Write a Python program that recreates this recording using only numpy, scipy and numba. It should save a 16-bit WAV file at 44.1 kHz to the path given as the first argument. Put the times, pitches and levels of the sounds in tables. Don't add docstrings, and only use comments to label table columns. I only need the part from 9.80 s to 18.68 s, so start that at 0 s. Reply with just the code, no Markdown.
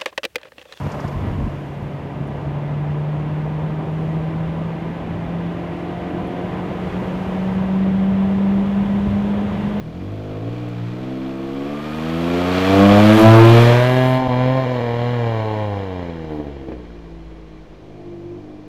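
import sys
import numpy as np
from scipy import signal
from scipy.fft import rfft, irfft
from scipy.io import wavfile
from scipy.ndimage import uniform_filter1d
from numba import njit

SR = 44100
rng = np.random.default_rng(int(sys.argv[2]) if len(sys.argv) > 2 else 0)


def put_to_file(sound):
    columns = np.atleast_2d(sound).T
    safe = np.clip(columns, -1, 1)
    whole_steps = np.round(safe * 32767)
    wavfile.write(sys.argv[1], SR, whole_steps.astype(np.int16))


def gain_from_db(level_db):
    decades = np.asarray(level_db, float) / 20
    return 10 ** decades


N = 391595
TIME = np.arange(N) / SR
STEP = 128

# time in seconds, firing rate in Hz.
FIRING_RATE = [(0, 38.3), (.07, 39.25), (.32, 51.8), (.76, 60.5), (1.21, 63.4), (1.75, 68), (2.77, 92.4),
               (3.07, 100.4), (3.34, 108.3), (3.71, 115.4), (4.15, 127.8), (4.77, 131.5), (5.32, 122),
               (5.81, 106.2), (7.05, 59.1), (7.3, 55.5), (8.4, 48.7), (8.88, 51)]
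# start, lowest point
# and end in seconds, sag in Hz.
RATE_SAGS = [(.32, .54, .76, 4.4), (.76, 1.04, 1.21, 4.3), (3.78, 3.93, 4.05, 1.3), (4.43, 4.53, 4.77, 6.3),
             (4.8, 5.09, 5.32, 8.6), (4.855, 4.865, 4.875, 14), (4.995, 5.005, 5.015, 14),
             (5.35, 5.6, 5.81, 3.8), (5.85, 6.33, 7.05, 3.2), (7.7, 8.04, 8.3, -1.5), (8.4, 8.58, 8.88, -1.1)]
# time in seconds, throttle as a share from 0 to 1.
THROTTLE = [(0, 0), (.9, 0.47), (2.0, 0.33), (3.0, 0.97), (4.36, 0.91), (4.43, .2), (4.62, 0.84),
            (4.9, 0.41), (5.32, 0.66), (5.8, .3), (6.8, 0), (8.88, 0.01)]
# time in seconds, distance from the microphone in metres.
DISTANCE = [(0, 15.7), (.9, 13.5), (1.6, 10.7), (2.1, 5.8), (2.8, 2.63), (3.3, 1.55), (3.8, 1.48),
            (4.4, 4.86), (5.8, 8), (7.2, 22), (8.88, 47)]
# time in seconds, place (0 ahead, 1 behind, 2 far).
AIM = [(3.0, 0), (3.6, 1), (6.2, 1), (7.1, 2)]
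TURN_TIMES = [7.9, 8.04]
TAIL_PASS_TIMES = [3.41, 3.46]

CYLINDER_LEVELS = [0, -2.2, -1.4]
# time in seconds, random spread of the firings in dB.
UNEVEN_FIRING = [(0, 1.2), (.4, .6), (2.7, .6), (3.0, 1.6), (3.35, 1.4), (3.55, .5), (5.4, .7), (6.3, 1.4),
                 (6.8, 2.2), (7.1, 1), (8.88, .6)]
# time in seconds, half length in seconds.
MISFIRES = [
    (4.482, 0.0042),
    (7.873, 0.025),
]

# time in seconds, level in dB.
LOUDNESS = [(0, -39), (.32, -30.5), (1.75, -27), (2.55, -20), (2.85, -19.5), (2.97, -10), (3.4, -12.5),
            (3.47, -2), (4.03, -15), (4.4, -19), (4.5, -18.5), (4.795, -17.5), (4.81, -20), (5.86, -23.5),
            (7.05, -41.5), (7.95, -42), (8.43, -30), (8.88, -37.5)]
# frequency in Hz, level in dB.
DEEP_AHEAD = [(38, -15), (70, -23), (115, 3), (137, -12), (165, -4.5), (205, -7), (240, -2.8), (330, -1.7)]
DEEP_BEHIND = [(75, -9.5), (100, 0), (128, 0.5), (160, -4), (205, -11), (258, -4), (300, -11), (380, -15)]
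DEEP_FAR = [(50, 0.5), (60, 3.5), (110, -20), (130, -6), (165, -2), (200, -2)]
DEEP_TURNED = [(50, -27), (100, -9.5), (150, -10)]
# frequency in Hz, level in dB.
PIPE_AHEAD = [(88, -31), (150, 12), (278, 7), (356, -3), (478, -4.5), (721, -5), (1010, -33), (1280, 3),
              (1930, -26), (5000, -44.5), (6500, -56), (11000, -120)]
PIPE_BEHIND = [(88, -26), (150, 0.5), (507, 1.5), (898, -6), (1240, -14), (1820, -7), (2040, -11.5),
               (2510, -14), (4130, -24), (5000, -31), (6500, -49), (11000, -120)]
PIPE_FAR = [(88, -35), (150, 8.5), (353, -5.5), (439, -3.5), (505, -19.5), (707, -7), (878, -26),
            (1240, -47), (2000, -35), (2600, -64), (4400, -120)]
# low centre in Hz, its lift in dB,
# high centre in Hz, its lift in dB.
THROAT = [(337, 3.5, 450, 2.5), (328.2, 0, 486, 4), (327, 11.5, 480, 5)]
# time in seconds, half length in seconds,
# change in dB, order (0 means all the upper ones).
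MEETINGS = [(0.147, 0.27, 10.5, 2), (.3, 0.27, 7, 1), (.6, 0.31, -12, 4), (1.06, 0.082, -4.5, 0),
            (1.2, 0.24, -19, 1), (2.106, 0.2, -3.5, 0), (1.547, .25, 8, 4), (2.953, 0.04, -9, 2),
            (3.153, 0.091, -5, 3), (3.198, 0.35, 10, 2), (3.395, 0.016, -18, 2), (3.415, 0.04, -10, 1),
            (3.548, 0.21, 12.5, 11), (3.605, 0.6, -2, 9), (3.616, 0.28, 14.5, 3), (3.704, 0.33, 1.5, 1),
            (4.03, 0.085, -7.5, 2), (4.146, 0.45, -12, 4), (4.418, .04, -10, 1), (5.0, 0.43, -4, 1),
            (5.21, 0.39, -4.5, 4), (6.326, .12, 0, 0), (6.496, 0.041, 6, 1), (6.5, .07, 6, 2),
            (6.57, 0.1, 11.5, 0), (6.584, 0.048, 5.5, 4), (6.707, 0.17, 8, 1), (6.9, 0.08, 13, 0),
            (4.173, 0.14, 10.5, 3), (8.457, 0.15, 8, 7)]
# time in seconds, spread of the waves in radians.
SCATTER = [(2.6, 1.6), (3.6, .5), (6.6, .5), (7.6, 1.0)]
# centre in Hz, width in Hz, change in dB.
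NOTCHES = [(1230, 160, -3.5), (2544, 76, -13), (3470, 76, -9), (4600, 120, -10), (5650, 130, -9),
           (6400, 150, -6), (7900, 230, -21)]
# time in seconds, share from 0 to 1.
DOWN_PIPE = [(3.7, 0), (4.2, 1)]
GROUND_DIP_DISTANCES = [13.3, 16]

# frequency in Hz, level in dB.
GAS_COLOUR = [(530, -19), (900, -1.5), (968, -9.5), (1230, -7), (1430, -7), (1740, -8.5), (3060, -11.5),
              (8000, -35), (10400, -72), (17600, -120)]
# frequency in Hz, level in dB.
BOOM_COLOUR = [(40, -44), (100, -2), (300, 10.5), (700, 11.5), (1300, -11), (2500, -32)]
# frequency in Hz, level in dB.
GRAVEL_COLOUR = [(2350, -47), (4000, -8.5), (6580, -9), (8610, -11), (9270, -11), (10500, -9.5),
                 (12600, -8), (14100, -17), (14900, -8), (15700, -28)]
# time in seconds, share of the wheelspin lift.
WHEELSPIN = [(3.3, 1), (3.4, 1.5), (3.5, 1), (3.9, 1), (4.3, 1.5), (4.36, 1.5), (4.42, 0)]
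# time in seconds, peak in dB, ring in Hz.
STONES = [(0.1214, -55, 5200), (0.3604, -45, 4710), (0.4364, -46, 4710), (0.6604, -52, 4640),
          (0.7654, -46, 5030), (0.8884, -35, 4970), (2.9542, -20, 5022), (3.651, -8, 5610),
          (3.6965, -19, 4516), (4.6783, -43, 4950), (4.9294, -41, 4968), (7.8914, -56, 4998),
          (8.2894, -59, 4496)]
# time in seconds, pitch in Hz, level in dB.
WHINE = [(1.5, 1108, -56), (1.8, 1120, -54), (2.0, 1204, -44), (2.2, 1264, -46), (2.4, 1334, -43),
         (2.6, 1400, -37)]
# time in seconds, peak in dB.
POPS = [
    (6.766, -25),
    (6.836, -27.5),
    (6.885, -19),
    (6.919, -16),
]

# frequency in Hz, level in dB.
AIR_COLOUR = [(30, -4.5), (77, -4), (150, -7.5), (230, -12), (330, -5), (470, -6), (1270, -24.5),
              (2400, -27), (4000, -34), (6000, -38), (8000, -48.5), (15700, -60)]
# time in seconds, peak in dB.
GUSTS = [
    (0, -58),
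    (3.24, -36.5),
    (6.25, -47),
]
# centre in Hz, width in Hz, lift in dB.
HOUSING = [(1100, 99, 5), (2390, 60, 5), (3360, 120, 3), (4240, 280, 2)]

DEEP_FLUTTER_DB = 1.5
RASP_HZ = 1120
PIPE_MODE_HZ, PIPE_MODE_DB, PIPE_MODES_END_HZ = 161.7, 4, 804
GROUND_DIP_HZ, GROUND_DIP_DB = 582, -6
GAS_1M_DB, GAS_THROTTLE_DB, GAS_BEHIND_DB, GAS_FALL = -27, 9.5, 6, 1.12
RASP_DB, RASP_THROTTLE_DB, RASP_BEHIND_DB = -10, 5, 6.6
GRAVEL_1M_DB, WHEELSPIN_DB, GRAVEL_FALL = -43.5, 8.5, 1.52
AIR_DB = -44.5
CALM_DB, GUST_RISE_DB_S, GUST_FALL_DB_S = -56, 35, 8
FENCE_S, FENCE_DB = .021, -18
TREES_T60_S, TREES_DB = .7, -19
CLIP_TOP, CLIP_BOTTOM, OFFSET = .75, .68, -.004


def curves(table):
    s, *columns = np.transpose(table)
    return [np.interp(TIME, s, column) for column in columns]


def shape(points, hz):
    f, db = np.transpose(points)
    return np.interp(np.log(hz), np.log(f), db)


def unit(x):
    return x / np.sqrt(np.mean(x ** 2))


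def even(x, span_s=0.1):
    return x / np.sqrt(uniform_filter1d(x ** 2, int(span_s * SR)) + 1e-12)


def walk(rate):
    k = int(SR / rate)
    stairs = np.repeat(rng.standard_normal(N // k + 1), k)
    return 1.25 * uniform_filter1d(uniform_filter1d(stairs, k), k)[:N]


def clicks(times, sizes):
    out = np.zeros(N)
    places = np.minimum((np.asarray(times) * SR).astype(int), N - 1)
    np.add.at(out, places, sizes)
    return out


def colour(x, points):
    hz, db = np.transpose(points)
    grid = np.linspace(1, SR / 2, 2049)
    cep = irfft(np.interp(np.log(grid), np.log(hz), db) * np.log(10) / 20)
    cep[1:2048] *= 2
    cep[2049:] = 0
    return signal.fftconvolve(x, irfft(np.exp(rfft(cep))))[:N]


def bumps(x, table):
    hz = np.arange(20, 12000, 20.)
    db = sum(lift_db * np.exp(-((hz - centre_hz) / width) ** 2 / 2) for centre_hz, width, lift_db in table)
    return colour(x, np.transpose([hz, db]))


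def revs():
    sag_hz = sum(np.interp(TIME, [start, low, end], [0, sag, 0]) for start, low, end, sag in RATE_SAGS)
    return curves(FIRING_RATE)[0] - sag_hz


def facing(k):
    aim = curves(AIM)[0] + np.interp(TIME, TURN_TIMES, [0, 1])
    return np.clip(1 - abs(aim - k), 0, 1)


def effort():
    load = np.clip(curves(THROTTLE)[0], 0, 1)
    loss_db = -20 * np.log10(curves(DISTANCE)[0])
    behind = facing(1)
    gas_db = GAS_1M_DB + GAS_FALL * loss_db + GAS_THROTTLE_DB * load + GAS_BEHIND_DB * behind
    rasp_db = RASP_DB + RASP_THROTTLE_DB * load + RASP_BEHIND_DB * behind * (1 + load)
    gravel_db = GRAVEL_1M_DB + GRAVEL_FALL * loss_db + WHEELSPIN_DB * curves(WHEELSPIN)[0]
    return gas_db, rasp_db, gravel_db


def meetings(k):
    return sum(db * np.exp(-((TIME - s) / half) ** 2)
               for s, half, db, order in MEETINGS if round(order) == k) + 0 * TIME


def levels(hz):
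    passed = np.interp(TIME, TAIL_PASS_TIMES, [0, 1])
    far, turned = facing(2), facing(3)
    shares = [1 - passed, passed - far - turned, far, turned]
    sides = [DEEP_AHEAD, DEEP_BEHIND, DEEP_FAR, DEEP_TURNED]
    loudness_db = curves(LOUDNESS)[0]
    out = []
    for k in range(1, 4):
        deep_db = sum(share * shape(side, k * hz) for share, side in zip(shares, sides))
        out.append(loudness_db + deep_db + DEEP_FLUTTER_DB * walk(9) + meetings(k))
    return out + [loudness_db + meetings(0)]


def throat():
    aim = curves(AIM)[0]
    low_hz, low_db, high_hz, high_db = (np.interp(aim, range(3), c) for c in np.transpose(THROAT))
    return [low_hz * (1 + .015 * walk(4)), low_db, high_hz, high_db]


def orders(hz, level_db, rasp_db):
    low_hz, low_db, high_hz, high_db = (c[::STEP] for c in throat())
    share_db = effort()[1][::STEP]
    aim, scatter, distance = (curves(table)[0][::STEP] for table in (AIM, SCATTER, DISTANCE))
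    f = np.arange(4, 42)[:, None] * hz[::STEP]
    sides = [PIPE_AHEAD, PIPE_BEHIND, PIPE_FAR]
    db = sum(np.clip(1 - abs(aim - k), 0, 1) * shape(side, f) for k, side in enumerate(sides))
    db = db + low_db * np.exp(-(np.log(f / low_hz) / 0.12) ** 2)
    db = db + high_db * np.exp(-(np.log(f / high_hz) / 0.092) ** 2)
    db = db + np.array([meetings(k)[::STEP] for k in range(4, 42)])
    standing = np.cos(2 * np.pi * f / PIPE_MODE_HZ) * np.exp(-(f / PIPE_MODES_END_HZ) ** 4)
    db = db + PIPE_MODE_DB * standing
    dip_db = np.interp(distance, GROUND_DIP_DISTANCES, [0, GROUND_DIP_DB])
    db = db + dip_db * np.exp(-(np.log(f / GROUND_DIP_HZ) / .09) ** 2)
    drift = uniform_filter1d(rng.standard_normal(f.shape), size=140, axis=1) * np.sqrt(140)
    gain = gain_from_db(db + 1.7 * drift)
    rasp = f > RASP_HZ
    body = gain * ~rasp / np.sqrt(np.sum(gain ** 2 * ~rasp * (f > 290), axis=0) / 2)
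    edge = gain * rasp / np.sqrt(np.sum(gain ** 2 * rasp, axis=0) / 2 + 1e-9)
    lag = .5 + scatter * rng.standard_normal((len(f), 1))
    return (body * gain_from_db(level_db[::STEP]) + edge * gain_from_db(rasp_db[::STEP] + share_db)) * np.exp(-1j * lag)


@njit
def stack(turns, gains, first):
    out = np.zeros(len(turns))
    for i in range(len(turns)):
        j, part = min(i // 128, gains.shape[1] - 2), (i % 128) / 128
        step = np.exp(2j * np.pi * turns[i])
        spin = np.exp(2j * np.pi * turns[i] * first)
        for k in range(gains.shape[0]):
            gain = (1 - part) * gains[k, j] + part * gains[k, j + 1]
            out[i] += (gain * spin).real
            spin *= step
    return out


def firing_sizes(turns):
    firing = (turns + .3).astype(int)
    chance = rng.standard_normal(N // 100)[firing]
    size = gain_from_db(np.array(CYLINDER_LEVELS)[firing % 3] + curves(UNEVEN_FIRING)[0] * chance)
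    for s, half_s in MISFIRES:
        size = size * (1 - 0.98 * (abs(TIME - s) < half_s))
    return uniform_filter1d(size, size=60)


def engine():
    hz = revs()
    first_db, second_db, third_db, upper_db = levels(hz)
    gas_db, rasp_db, _ = effort()
    gas_db = gas_db - .75 * np.maximum(rasp_db + 5, 0)
    turns = np.cumsum(hz * (1 + .0008 * walk(40))) / SR
    size = firing_sizes(turns)

    deep = sum(np.sqrt(2) * gain_from_db(db) * np.cos(2 * np.pi * k * turns - lag)
               for k, db, lag in [(1, first_db, 1.0), (2, second_db, 0.78), (3, third_db, 0.62)])
    upper = stack(turns, orders(hz, upper_db - 2.5, gas_db), 4.)
    puff = .9 + size * np.exp(-(turns % 1) / .4)
    gas = even(colour(puff * rng.standard_normal(N), GAS_COLOUR)) * gain_from_db(gas_db + 2.42 + 0.46 * walk(15))
    boom_db = upper_db - 16 - 7 * (facing(2) + facing(3))
    boom = unit(colour(rng.standard_normal(N), BOOM_COLOUR)) * gain_from_db(boom_db)

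    rest = upper * size + gas + boom
    share = curves(DOWN_PIPE)[0]
    return deep * size ** 0.67, (1 - share) * rest + share * bumps(rest, NOTCHES)


def gusts():
    each = [db - np.maximum((s - TIME) * GUST_RISE_DB_S, (TIME - s) * GUST_FALL_DB_S) for s, db in GUSTS]
    return np.max(each + [CALM_DB + 0 * TIME], axis=0)


def outdoors():
    air = unit(colour(rng.standard_normal(N), AIR_COLOUR)) * gain_from_db(AIR_DB)
    wind = colour(rng.standard_normal(N), [(12, 4), (25, 0), (45, 17), (90, -15), (200, -80)])
    return air + unit(wind) * gain_from_db(gusts() - 1.0)


def echoes(x):
    t = TIME[:SR]
    tail = rng.standard_normal(SR) * np.exp(-np.log(1000) * t / TREES_T60_S) * (t > .04)
    tail = signal.lfilter([1], [1, -.8], tail)
    tail = tail / np.sqrt(np.sum(tail ** 2)) * gain_from_db(TREES_DB)
    tail[int(FENCE_S * SR)] += gain_from_db(FENCE_DB)
    return signal.fftconvolve(x, tail)[:N]


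def gravel():
    when, strength, side = rng.random((24000, 3)).T
    sizes = gain_from_db(-2.6 * np.log(strength + .001)) * np.sign(side - .5)
    grains = clicks(when * N / SR, sizes)
    crunch = unit(colour(unit(grains) + 1.1 * rng.standard_normal(N), GRAVEL_COLOUR))
    bed = crunch * gain_from_db(effort()[2] + 0.24 * walk(6.6))
    t = TIME[:900]
    for s, db, hz in STONES:
        scrape = np.convolve(rng.standard_normal(len(t)), [.6, .4, -.6, -.4], "same")
        ring = np.sin(2 * np.pi * hz * t)
        tick = t / .001 * np.exp(-t / .001) * (.4 * ring + .5 * scrape)
        bed[int(s * SR):][:len(t)] += gain_from_db(db - 4.5) * tick
    return bed


def whine():
    hz, db = curves(WHINE)
    fade = np.interp(TIME, [1.3, 1.6, 2.5, 2.7], [0, 1, 1, 0])
    return np.sqrt(2) * gain_from_db(db) * fade * np.sin(2 * np.pi * np.cumsum(hz) / SR)


def pops():
    s, db = np.transpose(POPS)
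    t = TIME[:2000]
    blow = np.exp(-t / .0005) * np.sin(2 * np.pi * 420 * t)
    burst = 0.14 * np.exp(-t / .012) * rng.standard_normal(len(t))
    ring = colour(np.pad(blow + burst, (0, N - len(t))), PIPE_BEHIND)[:4000]
    return signal.fftconvolve(clicks(s, gain_from_db(db)), ring / abs(ring).max())[:N]


def scene():
    deep, rest = engine()
    rest = rest + gravel() + whine() + pops()
    return (deep + rest + echoes(rest) + outdoors())[None]


def band_limit(x):
    return signal.sosfilt(signal.butter(12, 15850, fs=SR, output="sos"), x)


def record(dry):
    heard = bumps(dry[0], HOUSING)[None]
    top = np.where(heard > 0, CLIP_TOP, CLIP_BOTTOM)
    clipped = heard / (1 + abs(heard / top) ** 8.) ** (1 / 8.)
    return band_limit(clipped + OFFSET)


dry = scene()
out = record(dry)
put_to_file(out)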